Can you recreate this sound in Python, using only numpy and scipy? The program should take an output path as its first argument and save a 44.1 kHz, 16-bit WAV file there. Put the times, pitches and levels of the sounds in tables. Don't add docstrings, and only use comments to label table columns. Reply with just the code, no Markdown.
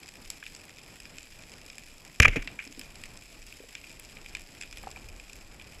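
import sys
import numpy as np
from scipy import signal
from scipy.fft import rfft, irfft, next_fast_len
from scipy.io import wavfile
from scipy.ndimage import map_coordinates

SR = 44100
rng = np.random.default_rng(int(sys.argv[2]) if len(sys.argv) > 2 else 0)


def undo_db(level):
    steps = np.asarray(level, float) / 20
    return 10 ** steps


def dump(signal):
    limited = np.clip(np.atleast_2d(signal).T, -1, 1)
    pcm = np.round(limited * 32767).astype(np.int16)
    wavfile.write(sys.argv[1], SR, pcm)


N = 255772

# start in seconds, peak of the low part in dB,
# treble peak over the low peak in dB, length scale of the burst in seconds.
CONTACTS = [(2.1996, -11.5, 2, 0.0029), (2.201, -4, -7.5, 0.0024), (2.219, -20, -1, .0065),
            (2.2257, -7.5, -11.5, 0.0016), (2.229, -10.5, -6, 0.0051), (2.2348, -12, -24, .002),
            (2.238, -21, -19, 0.0018), (2.2462, -13, -16, 0.0024), (2.2485, -5.5, -21, 0.0038),
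            (2.2528, -1.5, -22.5, .0052), (2.255, -6, -21, .004), (2.277, -20, -20, .003),
            (2.2805, -13, -10.5, .0045), (2.288, -26, -29, .005), (2.332, -29, -18, .006),
            (2.359, -25, -7.5, 0.0037), (2.362, -21.5, -13.5, 0.0095), (2.422, -30, -9, .006),
            (2.5895, -24.5, -18.5, 0.0039), (2.605, -36, -18, .005)]
# start in seconds, rattle in dB, shudder in dB.
TUGS = [(2.199, -26, -25), (2.223, -24, -33), (2.249, -39, -25.5), (2.28, -33, -36), (2.315, -36.5, -44),
        (2.355, -31, -28), (2.59, -38, -66), (2.662, -56, -44), (2.772, -65, -50)]
# frequency in Hz, relative level in dB per Hz.
STRUCK_COLOUR = [(500, -51.5), (1000, -20), (1500, -11), (2000, -5), (2350, 2.5), (2800, -8), (3400, -18.5),
                 (4200, -32.5), (6200, -28.5), (7400, -31), (8300, -47), (11000, -36), (15500, -67)]
# frequency in Hz, relative level in dB per Hz.
SHUDDER_COLOUR = [(60, 2), (120, 3.5), (500, -7), (1200, -27), (2000, -47)]
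# start in seconds, strength in dB, pitch of the contact in Hz,
# roughness from 0 to 1.
KNOCKS = [(0.427, -21.5, 1950, .1), (2.2, -13.5, 554, 0), (2.2001, -11.5, 1300, .05),
          (2.2015, -9.5, 78, 0.06), (2.244, -25, 70, 0.1), (2.249, -17.5, 590, 0),
          (2.2528, -1.5, 1300, 0.1), (2.2561, -9, 2200, 0), (2.266, -23, 70, 0.1),
          (2.276, -23.5, 447, 0.36), (2.2843, -21, 105, 0.1), (2.286, -19.5, 32, .02), (2.359, -18, 510, 0),
          (2.368, -22.5, 272, 0.12), (2.373, -28, 130, 0.05), (2.39, -24.5, 36, .03),
          (2.458, -41, 260, 0.1), (2.5898, -26, 1900, 0.16), (2.668, -43.5, 250, 0.6),
          (2.7, -45.5, 250, .6), (2.776, -40.5, 275, 0.27), (2.795, -43, 275, 0.3), (3.6, -44, 300, .9),
          (3.635, -43, 400, .9), (4.836, -28.5, 900, 0.26), (4.871, -19.5, 850, 0.09),
          (4.887, -41, 750, .3), (4.897, -42, 750, .3), (4.961, -26, 2500, .05), (4.968, -36, 706, 0.27)]
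# frequency in Hz, strength in dB,
# time to fall by 60 dB in seconds.
STOCK_MODES = [(32, 0.5, 0.24), (73, 4, .085), (100, 2.5, 0.057), (150, 3, .035), (268, 2.5, 0.064),
               (474, -1, .045), (590, -5, .035), (775, 0, 0.022), (1240, 0, 0.013), (1644, 2.5, 0.012),
               (2400, 1, .014)]
# start in seconds, peak of the low part in dB,
# treble rms over that peak in dB, top rms over that peak in dB.
NEAR_SNAPS = [(0.0316, -38.5, -9, -16), (0.0792, -43, -3, -19), (0.0888, -40, -2.5, -13),
              (0.3017, -32, 2.5, -2.5), (0.3717, -49, 1.5, -16), (0.4374, -36, -17, -25),
              (0.4642, -27.5, -23, -22), (0.549, -40, -0.5, -25), (0.5627, -42.5, -1, -19),
              (0.694, -38, -10, -18), (0.7842, -36.5, -11, -18), (1.0011, -37.5, -8, -13),
              (1.0538, -34, -10, -30), (1.183, -32.5, -6.5, -28), (1.2293, -43, -1.5, -16),
              (1.538, -42, -6, -22), (1.6628, -45.5, -1.5, -5), (1.6995, -35.5, -7.5, -29),
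              (1.7817, -33.5, -7, -9), (2.0494, -41, -3.5, -12), (2.4743, -23.5, -23, -34),
              (2.651, -43, -0.5, -14), (2.6743, -40.5, -4, -22), (2.7247, -40.5, -3, -15),
              (2.7938, -35, -5, -1.5), (2.813, -32.5, -11, -21), (2.9552, -39, -4.5, -26),
              (3.037, -27, -14, -19), (3.056, -38.5, -7, -19), (3.173, -43.5, 0.5, -15),
              (3.5249, -33.5, -20, -17), (3.7513, -25.5, -15, -36), (3.841, -36, -29, -29),
              (3.9965, -39, -16, 0), (4.1692, -33.5, -26, -31), (4.2605, -31.5, -22, -21),
              (4.2941, -43, -5, -17), (4.35, -23.5, -9, -22), (4.3687, -32, -15, -24),
              (4.3947, -44.5, -3, -6), (4.4176, -44.5, -5, -7), (4.6117, -30, -5.5, -31),
              (4.623, -29, -12, -28), (4.6336, -31, -14, -29), (4.7111, -42, -2, -13),
              (4.7262, -33, -9, -25), (4.7718, -31, -12, -15), (4.783, -42, -2, -13),
              (4.9137, -41.5, 0, -25), (4.9733, -38, -16, -26), (5.1974, -34.5, -11.5, -25),
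              (5.2964, -36, -12, -20), (5.3313, -37.5, -6, -17), (5.5966, -37, -18, -26),
              (5.6135, -35, -19, -29)]
# treble part in dB, top part in dB.
CREST_DB = (7.5, 7)
# frequency in Hz, relative level in dB per Hz.
HOUSING_COLOUR = [(500, -24.5), (1000, -24.5), (1900, -8.5), (2200, -6), (2430, 2), (2800, -5),
                  (3500, -6.5), (4500, -8), (5100, -1), (5900, -12.5), (7000, -8), (7700, -3), (8600, -18),
                  (10000, -14), (11700, -12), (13000, -20.5), (15500, -31)]
# time in seconds, surge in dB,
# far snaps in dB (the smooth hiss lies 3 dB lower).
WATER = [(0, -55.5, -55), (.7, -59.5, -56.5), (1.3, -56.5, -55.5), (1.95, -60, -56), (2.3, -53, -57),
         (2.65, -58, -56.5), (2.95, -51, -55.5), (3.3, -55.5, -55), (4.1, -55, -56), (4.4, -54, -57),
         (4.76, -52.5, -55.5), (5.03, -44.5, -55), (5.3, -52, -56.5), (5.8, -51, -57)]
# frequency in Hz, relative level in dB per Hz.
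SURGE_COLOUR = [(8.8, -35), (15, 2), (51, -7), (81, -13), (120, -18), (160, -56), (260, -120)]
# frequency in Hz, relative level in dB per Hz.
BODY_COLOUR = [(47, -21), (80, 0), (287, -1.5), (367, -5), (714, -7.5), (1110, -12), (1800, -14),
               (2340, -14.5), (3960, -120)]
# low from treble in Hz, treble from top in Hz.
SPLITS_HZ = (3800, 8800)

TOP_UNDER_TREBLE_DB = 11.5
RISE_S, RATTLE_T60_S, SHUDDER_T60_S = 0.0051, 0.21, 0.16
REACH_DB_PER_OCTAVE = 25.5
SNAP_S, SNAP_SPREAD = 0.002, 0.12
FAR_SNAPS_PER_S = 260
BODY_DB, BODY_FOLLOWS = -56.5, 0.22


def gun():
    start_s, low_db, treble_db, length_s = np.transpose(CONTACTS)
    treble_peak_db = low_db + treble_db
    peaks_db = [low_db, treble_peak_db, treble_peak_db - TOP_UNDER_TREBLE_DB]
    hits = bursts(start_s, peaks_db, length_s, STRUCK_COLOUR, echo_db=-57, echo_s=0.0075, size=2048)

    grain = rng.standard_normal((2, N)) * undo_db(3.5 * wobble(350))
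    rattle = unit(coloured(grain[0], lambda hz: along(STRUCK_COLOUR, hz) * (hz / 2400) ** 0.25))
    shudder = unit(coloured(grain[1], lambda hz: along(SHUDDER_COLOUR, hz)))

    tug_s, rattle_db, shudder_db = np.transpose(TUGS)
    rattle = dying(tug_s, rattle_db, RATTLE_T60_S) * rattle
    shudder = dying(tug_s, shudder_db, SHUDDER_T60_S) * shudder
    return hits + rattle + shudder


def knocks():
    out = np.zeros(N + SR)
    t = np.arange(SR // 2) / SR
    mode_hz, mode_db, t60 = np.transpose(STOCK_MODES)[:, :, None]
    for start_s, strength_db, pitch_hz, rough in KNOCKS:
        def near_pitch(hz):
            octaves = np.log2((hz + 1) / (1.28 * pitch_hz))
            return 1 / (1 + (1.9 * octaves) ** 4)

        edge = unit(coloured(rng.standard_normal(len(t)), near_pitch))
        octaves_away = np.abs(np.log2(mode_hz / pitch_hz))
        mode_start_db = strength_db + mode_db - REACH_DB_PER_OCTAVE * octaves_away
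        decay = undo_db(mode_start_db - 60 * t / t60)
        ring = decay * (np.sin(2 * np.pi * mode_hz * t) + rough * edge)
        softened_start = 1 - np.exp(-t / 0.00086)
        out[round(start_s * SR):][:len(t)] += ring.sum(axis=0) * softened_start
    return out[:N]


def near_shrimp():
    start_s, low_db, *parts_db = np.transpose(NEAR_SNAPS)
    peaks_db = [low_db] + [low_db + part + crest for part, crest in zip(parts_db, CREST_DB)]
    length_s = SNAP_S * np.exp(SNAP_SPREAD * rng.standard_normal(len(start_s)))
    return bursts(start_s, peaks_db, length_s, HOUSING_COLOUR, echo_db=-27.0, echo_s=0.033, size=4096)


def far_shrimp():
    draw = rng.random((int(FAR_SNAPS_PER_S * N / SR), 6))
    start_s = draw[:, 0] * N / SR
    size_db = -4 * np.log(draw[:, 1] + 0.047)
    length_s = 0.0012 + 0.0017 * draw[:, 5]
    # least level and random spread in dB, over the snap's size
    part_ranges = ((-0.5, 8), (-3, 11.2), (-13, 16.4))
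    peaks_db = [size_db + least_db + spread_db * draw[:, 2 + k]
                for k, (least_db, spread_db) in enumerate(part_ranges)]
    return unit(bursts(start_s, peaks_db, length_s, HOUSING_COLOUR, echo_db=-17.5, echo_s=0.005, size=512))


def water(far_snaps):
    surge_db, hiss_db = curves(WATER)
    body_db = BODY_DB + BODY_FOLLOWS * (surge_db - surge_db.mean())
    noise = rng.standard_normal((3, N))
    surge = unit(coloured(noise[0], lambda hz: along(SURGE_COLOUR, hz)) * undo_db(1.8 * wobble(8)))
    body = unit(coloured(noise[1], lambda hz: along(BODY_COLOUR, hz)) * undo_db(1.88 * wobble(15)))
    hiss = unit(coloured(noise[2], lambda hz: along(HOUSING_COLOUR, hz)) * undo_db(1.3 * wobble(12)))
    reef = undo_db(-3.0) * hiss + far_snaps
    return undo_db(surge_db) * surge + undo_db(body_db) * body + undo_db(hiss_db) * reef


def bursts(times, peaks_db, lengths, points, echo_db, echo_s, size):
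    t = np.arange(size) / SR
    noise = rng.standard_normal((len(times), size))
    sound = 0
    for k, (db, gain) in enumerate(zip(peaks_db, bands(points))):
        u = t / (np.asarray(lengths)[:, None] * 0.8 ** k)
        snap = u * np.exp(1 - u * 2.61)
        echo = undo_db(echo_db - 6.9 * k) * np.exp(-t / echo_s) * (u > 1)
        part = coloured((snap + echo) * noise, gain)
        sound = sound + undo_db(db)[:, None] * part / np.abs(part).max(axis=1, keepdims=True)
    at = np.round(times * SR).astype(int)[:, None] + np.arange(size)
    return np.bincount(at.ravel(), sound.ravel(), N + size)[:N]


def bands(points):
    over = [lambda hz, edge=edge: 1 / (1 + (edge / (hz + 1)) ** 8) for edge in SPLITS_HZ]
    return [lambda hz: along(points, hz) * (1 - over[0](hz)),
            lambda hz: along(points, hz) * over[0](hz) * (1 - over[1](hz)),
            lambda hz: along(points, hz) * over[1](hz) / (1 + (hz / 14000) ** 6)]


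def dying(times, levels_db, t60):
    age = np.maximum(np.arange(N) / SR - times[:, None], 0)
    rise = 1 - np.exp(-age / RISE_S)
    return np.linalg.norm(undo_db(levels_db[:, None] - 60 * age / t60) * rise, axis=0)


def coloured(x, gain):
    m = 2 * next_fast_len(x.shape[-1] // 2 + 1024)
    cepstrum = irfft(np.log(gain(np.fft.rfftfreq(m, 1 / SR)) + 1e-6), m)
    cepstrum[1:m // 2] *= 2
    cepstrum[m // 2 + 1:] = 0
    return irfft(rfft(x, m) * np.exp(rfft(cepstrum)), m)[..., :x.shape[-1]]


def along(points, hz):
    f, db = np.transpose(points)
    return undo_db(np.interp(np.log(hz + 1), np.log(f + 1), db))


def curves(rows):
    s, *columns = np.transpose(rows)
    return [np.interp(np.arange(N) / SR, s, column) for column in columns]


def wobble(rate):
    knots = rng.standard_normal(int(N * rate / SR) + 4)
    return map_coordinates(knots, [np.arange(N) * rate / SR])


def unit(x):
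    return x / np.sqrt(np.mean(x ** 2) + 1e-20)


def scene():
    mix = gun() + knocks() + near_shrimp() + water(far_shrimp())
    return mix[None]


def band_limit(x):
    return signal.sosfilt(signal.butter(12, 16270, fs=SR, output="sos"), x)


def record(dry):
    soft = dry / (1 + np.abs(dry / .95) ** 6) ** (1 / 6)
    limited = coloured(soft, lambda hz: 1 / (1 + (hz / 15900) ** 60))
    return band_limit(limited)


dry = scene()
out = record(dry)
dump(out)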